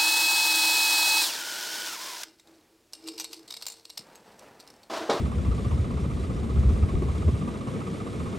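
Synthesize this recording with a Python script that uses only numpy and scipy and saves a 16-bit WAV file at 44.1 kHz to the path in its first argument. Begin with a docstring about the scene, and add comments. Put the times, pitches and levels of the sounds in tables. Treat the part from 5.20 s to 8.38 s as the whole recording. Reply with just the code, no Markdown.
"""Idling diesel at the edge of a crop field

A spraying drone hovers far off, a soft rotor wash of fluttering low noise; the crop's leaves hiss.
A small bird calls faintly in gliding tones, and bursts of low noise buffet the microphone, then drop.
Nearby a three-cylinder diesel, probably a tractor, idles: noise that partly repeats with each engine
cycle and steady tones make its hum, uneven chuffs, clatter and knocks."""
import sys
import numpy as np
from scipy import signal
from scipy.fft import rfft, irfft
from scipy.io import wavfile
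from scipy.ndimage import uniform_filter1d

SR = 44100
rng = np.random.default_rng(int(sys.argv[2]) if len(sys.argv) > 2 else 0)


def unload_wav(signal):
    """Save mono or channel-first audio to the path in sys.argv[1] as 16-bit WAV at rate SR, clipped to [-1, 1]."""
    wavfile.write(
        sys.argv[1],
        SR,
        np.round(np.clip(np.atleast_2d(signal).T, -1, 1) * 32767).astype(np.int16),
    )


N = 140238

CYCLE_HZ = 5.096  # engine cycles a second; each of the three cylinders fires once a cycle
EXHAUST_REPEATS = 0.4  # share of the puff and knock noise power that returns every cycle


def from_db(db):
    """Decibels to gain."""
    return 10 ** (np.asarray(db) / 20)


def rms_one(x):
    """Scale to rms 1."""
    return x / np.sqrt(np.mean(x ** 2) + 1e-20)


def seconds():
    """Time of every sample."""
    return np.arange(N) / SR


def in_time(rows):
    """A curve joined by straight lines."""
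    return np.interp(seconds(), *np.transpose(rows))


def bins():
    """Frequency of every spectral bin [Hz], at least 1 so that its logarithm exists."""
    return np.maximum(np.arange(N // 2 + 1) * SR / N, 1)


def at_hz(points, hz):
    """Read a table on a log-frequency axis."""
    f, value = np.transpose(points)
    return np.interp(np.log(hz), np.log(f), value)


def colour(x, spectrum, centre_hz=1):
    """Give noise a spectrum; rms 1."""
    gain = from_db(at_hz(spectrum, bins() / centre_hz))
    return rms_one(irfft(rfft(x) * gain, N))


def stereo_noise(likeness):
    """White noise, partly shared by both channels; the likeness may vary with frequency."""
    mid, side = rfft(rng.standard_normal((2, N)))
    c = np.clip(likeness, 0, 1)
    return irfft(np.sqrt(1 + c) * mid + np.sqrt(1 - c) * side * [[1], [-1]], N)


def cyclic_noise(repeats):
    """White noise of which a share of the power comes back with every engine cycle."""
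    share = np.clip(repeats, 0, 1)
    one_cycle = rng.standard_normal(int(SR / CYCLE_HZ))
    fresh = rng.standard_normal(N)
    return np.sqrt(share) * np.resize(one_cycle, N) + np.sqrt(1 - share) * fresh


def even(x, span_s):
    """Noise with its chance swells evened out."""
    power = np.mean(np.atleast_2d(x) ** 2, axis=0)
    width = max(int(span_s * SR), 2)
    smooth_power = uniform_filter1d(uniform_filter1d(power, width), width)
    return x / np.sqrt(smooth_power + 1e-12)


def flicker(count):
    """A random wobble with so many turns a second; rms 1."""
    turns = rng.standard_normal(int(count * N / SR) + 2)
    return rms_one(np.interp(seconds() * count, np.arange(len(turns)), turns))


def resonate(x, hz, width_hz):
    """One resonance, a pole pair whose radius sets the ringing; rms 1."""
    r = np.exp(-np.pi * width_hz / SR)
    poles = [1, -2 * r * np.cos(2 * np.pi * hz / SR), r * r]
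    return rms_one(signal.lfilter([1, 0, -1], poles, x))


def stroke(start_s, rate, attack_s, hold_s, decay_s):
    """A repeating attack, hold and decay, with the tail of the stroke before."""
    age = (seconds() - start_s) % (1 / rate)

    def shape(a):
        return np.minimum(a / attack_s, 1) * np.exp(-np.maximum(a - hold_s, 0) / decay_s)

    return np.hypot(shape(age), shape(age + 1 / rate))


def rotor_wash():
    """The drone is so far off that only a soft, fluttering rush remains."""
    # far rotor rush: (frequency [Hz], relative density [dB])
    wash_spectrum = [(30, -17), (60, -8.5), (110, 1.5), (220, 2), (330, -8), (460, -7), (700, -20),
                     (1200, -25.5), (2000, -31.5), (4000, -47.5), (10000, -116)]
    level_db, flutter_db = -35, 0.9
    flutter = flutter_db * (flicker(count=9) + flicker(count=35))
    return from_db(level_db + flutter) * colour(stereo_noise(likeness=0.72), wash_spectrum)


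def leaves():
    """The crop hisses in the breeze: bright noise with a flickering level."""
    # leaf hiss: (frequency [Hz], relative density [dB])
    leaf_spectrum = [(400, -33), (1000, 8), (1700, 7), (2300, 2), (3700, 0.5), (4400, -3.5), (6200, -6),
                     (8000, -5), (9700, -3.5), (11000, -2), (11700, -18.5)]
    # mean loudness of the hiss: (time [s], level [dB])
    leaf_level = [(0, -50.5), (.7, -53), (1.4, -52), (2.4, -51.5), (2.9, -51), (3.18, -50)]
    # how alike the hiss starts out left and right: (frequency [Hz], likeness [0 to 1])
    leaf_likeness = [(700, 0.41), (1700, 0.71), (2200, 0.64), (3200, 0.84), (4600, 0.99), (5400, 1)]
    flicker_db = 0.69
    level_db = in_time(leaf_level) + flicker_db * (flicker(count=8) + flicker(count=30))
    return from_db(level_db) * colour(stereo_noise(at_hz(leaf_likeness, bins())), leaf_spectrum)


def bird():
    """Thin, quick slurs gliding in pitch, with a little scattering in the crop."""
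    # slurs: (start [s], length [s], first pitch [Hz], last pitch [Hz], level before the trim [dB])
    slurs = [(.325, .04, 3950, 4300, -59), (.362, .026, 4950, 4300, -58), (.415, .075, 4200, 5600, -59.5),
             (.482, .03, 5750, 6550, -55.5), (.665, .028, 4020, 4280, -61), (.697, .024, 4850, 4330, -57),
             (.765, .085, 4500, 6350, -60), (.99, .05, 3850, 4250, -58.5), (1.042, .025, 4950, 4400, -59),
             (1.105, .09, 4250, 6400, -61), (1.455, .055, 4920, 5150, -58), (1.495, .04, 5700, 6400, -60.5),
             (1.525, .025, 5050, 4900, -60)]
    trim_db, scatter_decay_s, scatter_db = -6.5, 0.009, -1
    direct = np.zeros(N)
    for start_s, length_s, from_hz, to_hz, db in slurs:
        u = np.clip((seconds() - start_s) / length_s, 0, 1)  # progress through the slur
        swell = np.sqrt(8 * u * (1 - u))  # silent at both ends
        pitch_hz = from_hz * (to_hz / from_hz) ** u
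        direct += from_db(db) * swell * np.sin(2 * np.pi * np.cumsum(pitch_hz) / SR)
    scatter = rng.standard_normal(N) * np.exp(-seconds() / scatter_decay_s)
    scattered = signal.fftconvolve(direct, scatter / np.linalg.norm(scatter))[:N]
    return from_db(trim_db) * (direct + from_db(scatter_db) * scattered)


def wind():
    """Low turbulence on the microphone, with short buffets on top."""
    # underlying wind: (time [s], level [dB])
    wind_level = [(0, -20.5), (.15, -33), (.38, -28.5), (.55, -29), (.8, -26.5), (1.05, -29), (1.3, -28.5),
                  (1.45, -22.5), (1.7, -28.5), (1.9, -24.5), (2.0, -27.5), (2.2, -33.5), (2.35, -42),
                  (2.6, -48), (2.88, -44), (3.0, -39), (3.18, -42)]
    # its rumble: (frequency [Hz], relative density [dB])
    rumble_spectrum = [(15, -35), (25, -26), (40, -6), (55, 3), (75, 6.5), (95, -3.5), (125, -1.5),
                       (190, -8.5), (280, -19), (450, -34.5), (800, -51.5), (2000, -71), (8000, -100)]
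    # single buffets: (peak time [s], peak level [dB], Gaussian half length [s], centre frequency [Hz])
    buffets = [(0.185, -19.5, 0.02, 73), (0.261, -26, 0.0064, 190), (0.287, -18.5, 0.029, 65),
               (0.47, -18.5, 0.0069, 82.3), (0.538, -22.5, 0.02, 100), (0.601, -20, 0.011, 99.3),
               (1.366, -22, 0.014, 102), (1.391, -15.5, 0.017, 77.5), (1.469, -15, 0.0081, 87),
               (1.494, -14, 0.0074, 77.5), (1.536, -19, 0.027, 69.4), (1.638, -14, 0.0086, 75.5),
               (1.743, -27.5, 0.0049, 308), (1.761, -17, 0.011, 53.3), (1.788, -28, 0.019, 174),
               (1.827, -23.5, 0.0052, 296), (2.075, -16, 0.02, 83), (2.088, -23.5, 0.0057, 292),
               (2.14, -19.5, 0.011, 91), (2.233, -28.5, 0.03, 175), (2.724, -31, 0.015, 207.5),
               (3.022, -34, 0.046, 103)]
    # spectrum of a buffet: (share of its centre frequency [1], relative density [dB])
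    buffet_shape = [(.2, -39), (.5, -19.5), (.8, 6), (1.2, 4.5), (2, -17), (4, -29), (8, -59), (25, -72),
                    (100, -110)]
    likeness, pan_db = 0.96, 0.12  # pan: left up, right down
    rumble = even(colour(stereo_noise(likeness), rumble_spectrum), span_s=0.075)
    out = from_db(in_time(wind_level)) * rumble
    for peak_s, db, half_s, hz in buffets:
        eddy = even(colour(stereo_noise(likeness), buffet_shape, hz), span_s=0.016)
        swell = np.exp(-.5 * ((seconds() - peak_s) / half_s) ** 2)
        out = out + from_db(db) * eddy * swell
    return out * from_db(pan_db * np.array([[1], [-1]]))


def knocks():
    """Short injector knocks ring in the cylinder head, a doubled resonance."""
    # injector knocks: (time into the cycle [s], level [dB])
    knock_times = [(.008, -54), (.051, -52.5), (.089, -56), (.129, -54), (.149, -54.5), (.180, -69)]
    ring_hz, width_hz = 2150, 530
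    attack_s, hold_s, decay_s = 0.0011, 0.0035, 0.0052
    level = sum(from_db(db) * stroke(s, CYCLE_HZ, attack_s, hold_s, decay_s) for s, db in knock_times)
    once = resonate(cyclic_noise(EXHAUST_REPEATS), ring_hz, width_hz)
    return level * resonate(once, ring_hz, width_hz)


def clatter():
    """The valves clatter in bright, grainy noise strokes, two per firing."""
    # valve strokes: (time into the cycle [s], level [dB])
    taps = [(0.015, -51), (0.052, -52.5), (.087, -59), (.116, -52), (.149, -52), (0.18, -52.5)]
    # valve clatter: (frequency [Hz], relative density [dB])
    clatter_spectrum = [(600, 7), (1300, 5.5), (1850, -2), (2050, 7), (2600, 4), (2950, 2.5), (3600, 5.5),
                        (4500, -1), (6500, -2.5), (8500, -4.5), (12000, -11.5)]
    attack_s, hold_s, decay_s = 0.0016, 0.008, 0.037
    grain_db = 1.3
    power = sum((from_db(db) * stroke(s, CYCLE_HZ, attack_s, hold_s, decay_s)) ** 2 for s, db in taps)
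    grain = cyclic_noise(repeats=0.013) * from_db(grain_db * flicker(count=400))
    return np.sqrt(power) * colour(grain, clatter_spectrum)


def engine_hum():
    """The block drones as noise shaped by block and silencer, with clean orders standing out."""
    # engine block and silencer: (frequency [Hz], relative density [dB])
    body_spectrum = [(40, 5), (70, 1), (130, -1.5), (200, 2), (260, -3), (320, 0.5), (400, -1), (470, -2),
                     (560, -17), (670, -9), (800, -30.5), (1100, -10.5), (2000, -56)]
    # clean engine orders: (multiple of the cycle rate [1], level before the trim [dB])
    orders = [(18, -41), (39, -45), (45, -48), (51, -50), (60, -52), (72, -51), (78, -51), (90, -55),
              (130, -61)]
    body_db, orders_trim_db = -40.5, -3.5
    tones = 0
    for multiple, db in orders:
        turns = multiple * CYCLE_HZ * seconds() + rng.random()
        tones = tones + from_db(db) * np.sqrt(2) * np.sin(2 * np.pi * turns)
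    drone = even(colour(cyclic_noise(repeats=0.51), body_spectrum), span_s=0.04)
    return from_db(body_db) * drone + from_db(orders_trim_db) * tones


def chuffs():
    """Each cylinder blows a puff that rings in the pipe at an unsteady pitch; a reflection blurs its tail."""
    # one exhaust chuff per cylinder and cycle:
    # (time into the cycle [s], ring level [dB], puff level [dB], ring pitch [Hz], hold [s], decay [s])
    cylinders = [(0.054, -42.5, -42, 1186, 0.015, 0.0054), (0.114, -42, -43, 1139, 0.016, 0.0092),
                 (0.180, -46.5, -44.5, 1217, 0.02, 0.0097)]
    # the breathy part of a chuff: (frequency [Hz], relative density [dB])
    puff_spectrum = [(200, -8), (400, 12), (650, 6.5), (900, 2.5), (1400, -31), (1750, -19), (2300, -6.5),
                     (3000, -16), (6000, -69), (12000, -60)]
    attack_s, wander_hz, spread_db = 0.0025, 95, 1.0
    echo_s, echo_db = 0.0164, -9.5
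    out = 0
    for start_s, ring_db, puff_db, hz, hold_s, decay_s in cylinders:
        for late_s, db in ((0, 0), (echo_s, echo_db)):
            pitch_hz = hz + wander_hz * flicker(count=400)
            turns = np.cumsum(pitch_hz) / SR + rng.random()
            ring = np.sqrt(2) * np.sin(2 * np.pi * turns)
            puff = even(colour(cyclic_noise(EXHAUST_REPEATS), puff_spectrum), span_s=0.0027)
            blow = from_db(ring_db + db) * ring + from_db(puff_db + db) * puff
            out = out + blow * stroke(start_s + late_s, CYCLE_HZ, attack_s, hold_s, decay_s)
    return out * from_db(spread_db * flicker(count=15))  # uneven loudness


def stereo_image(x):
    """Left-right phase and level vary with frequency; the turn near 10 kHz is from stereo processing."""
    # phase between the channels: (frequency [Hz], left lead [rad])
    channel_phase = [(50, 0), (300, .3), (650, 1.0), (1100, 1.7), (1300, 1.65), (1640, 2.6), (1900, 5.3),
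                     (2400, 6.15), (2800, 7.05), (3300, 6.9), (3600, 6.6), (5300, 6.283), (8850, 6.283),
                     (9150, 4.95), (10250, 3.14), (11000, 1.95), (11700, 0)]
    # balance between the channels: (frequency [Hz], left minus right [dB])
    channel_balance = [(100, 1), (400, 3.5), (660, -2.5), (1100, -2), (1300, -6), (1650, 6), (1900, 2),
                       (2300, -0.5), (2700, -5), (3200, 0.5), (4400, -0.5)]
    lead, pan = at_hz(channel_phase, bins()), at_hz(channel_balance, bins())
    left = from_db(pan / 2)
    right = from_db(-pan / 2) * np.exp(-1j * lead)
    return irfft(rfft(x) * np.array([left, right]), N)


def scene():
    """Engine, leaves and bird share one stereo image; the drone is far off, wind at the microphone."""
    engine = chuffs() + engine_hum() + clatter() + knocks()
    return rotor_wash() + wind() + stereo_image(engine + leaves() + bird())


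def record(dry):
    """The deepest bass is cut gently and the top steeply."""
    low_cut = signal.butter(2, 38, "high", fs=SR, output="sos")  # Hz
    top_cut = signal.ellip(10, .1, 80, 11600, fs=SR, output="sos")  # ripple dB, stop dB, Hz
    dry = signal.sosfiltfilt(low_cut, dry, padtype="even")
    return signal.sosfilt(top_cut, dry)


dry = scene()
out = record(dry)
unload_wav(out)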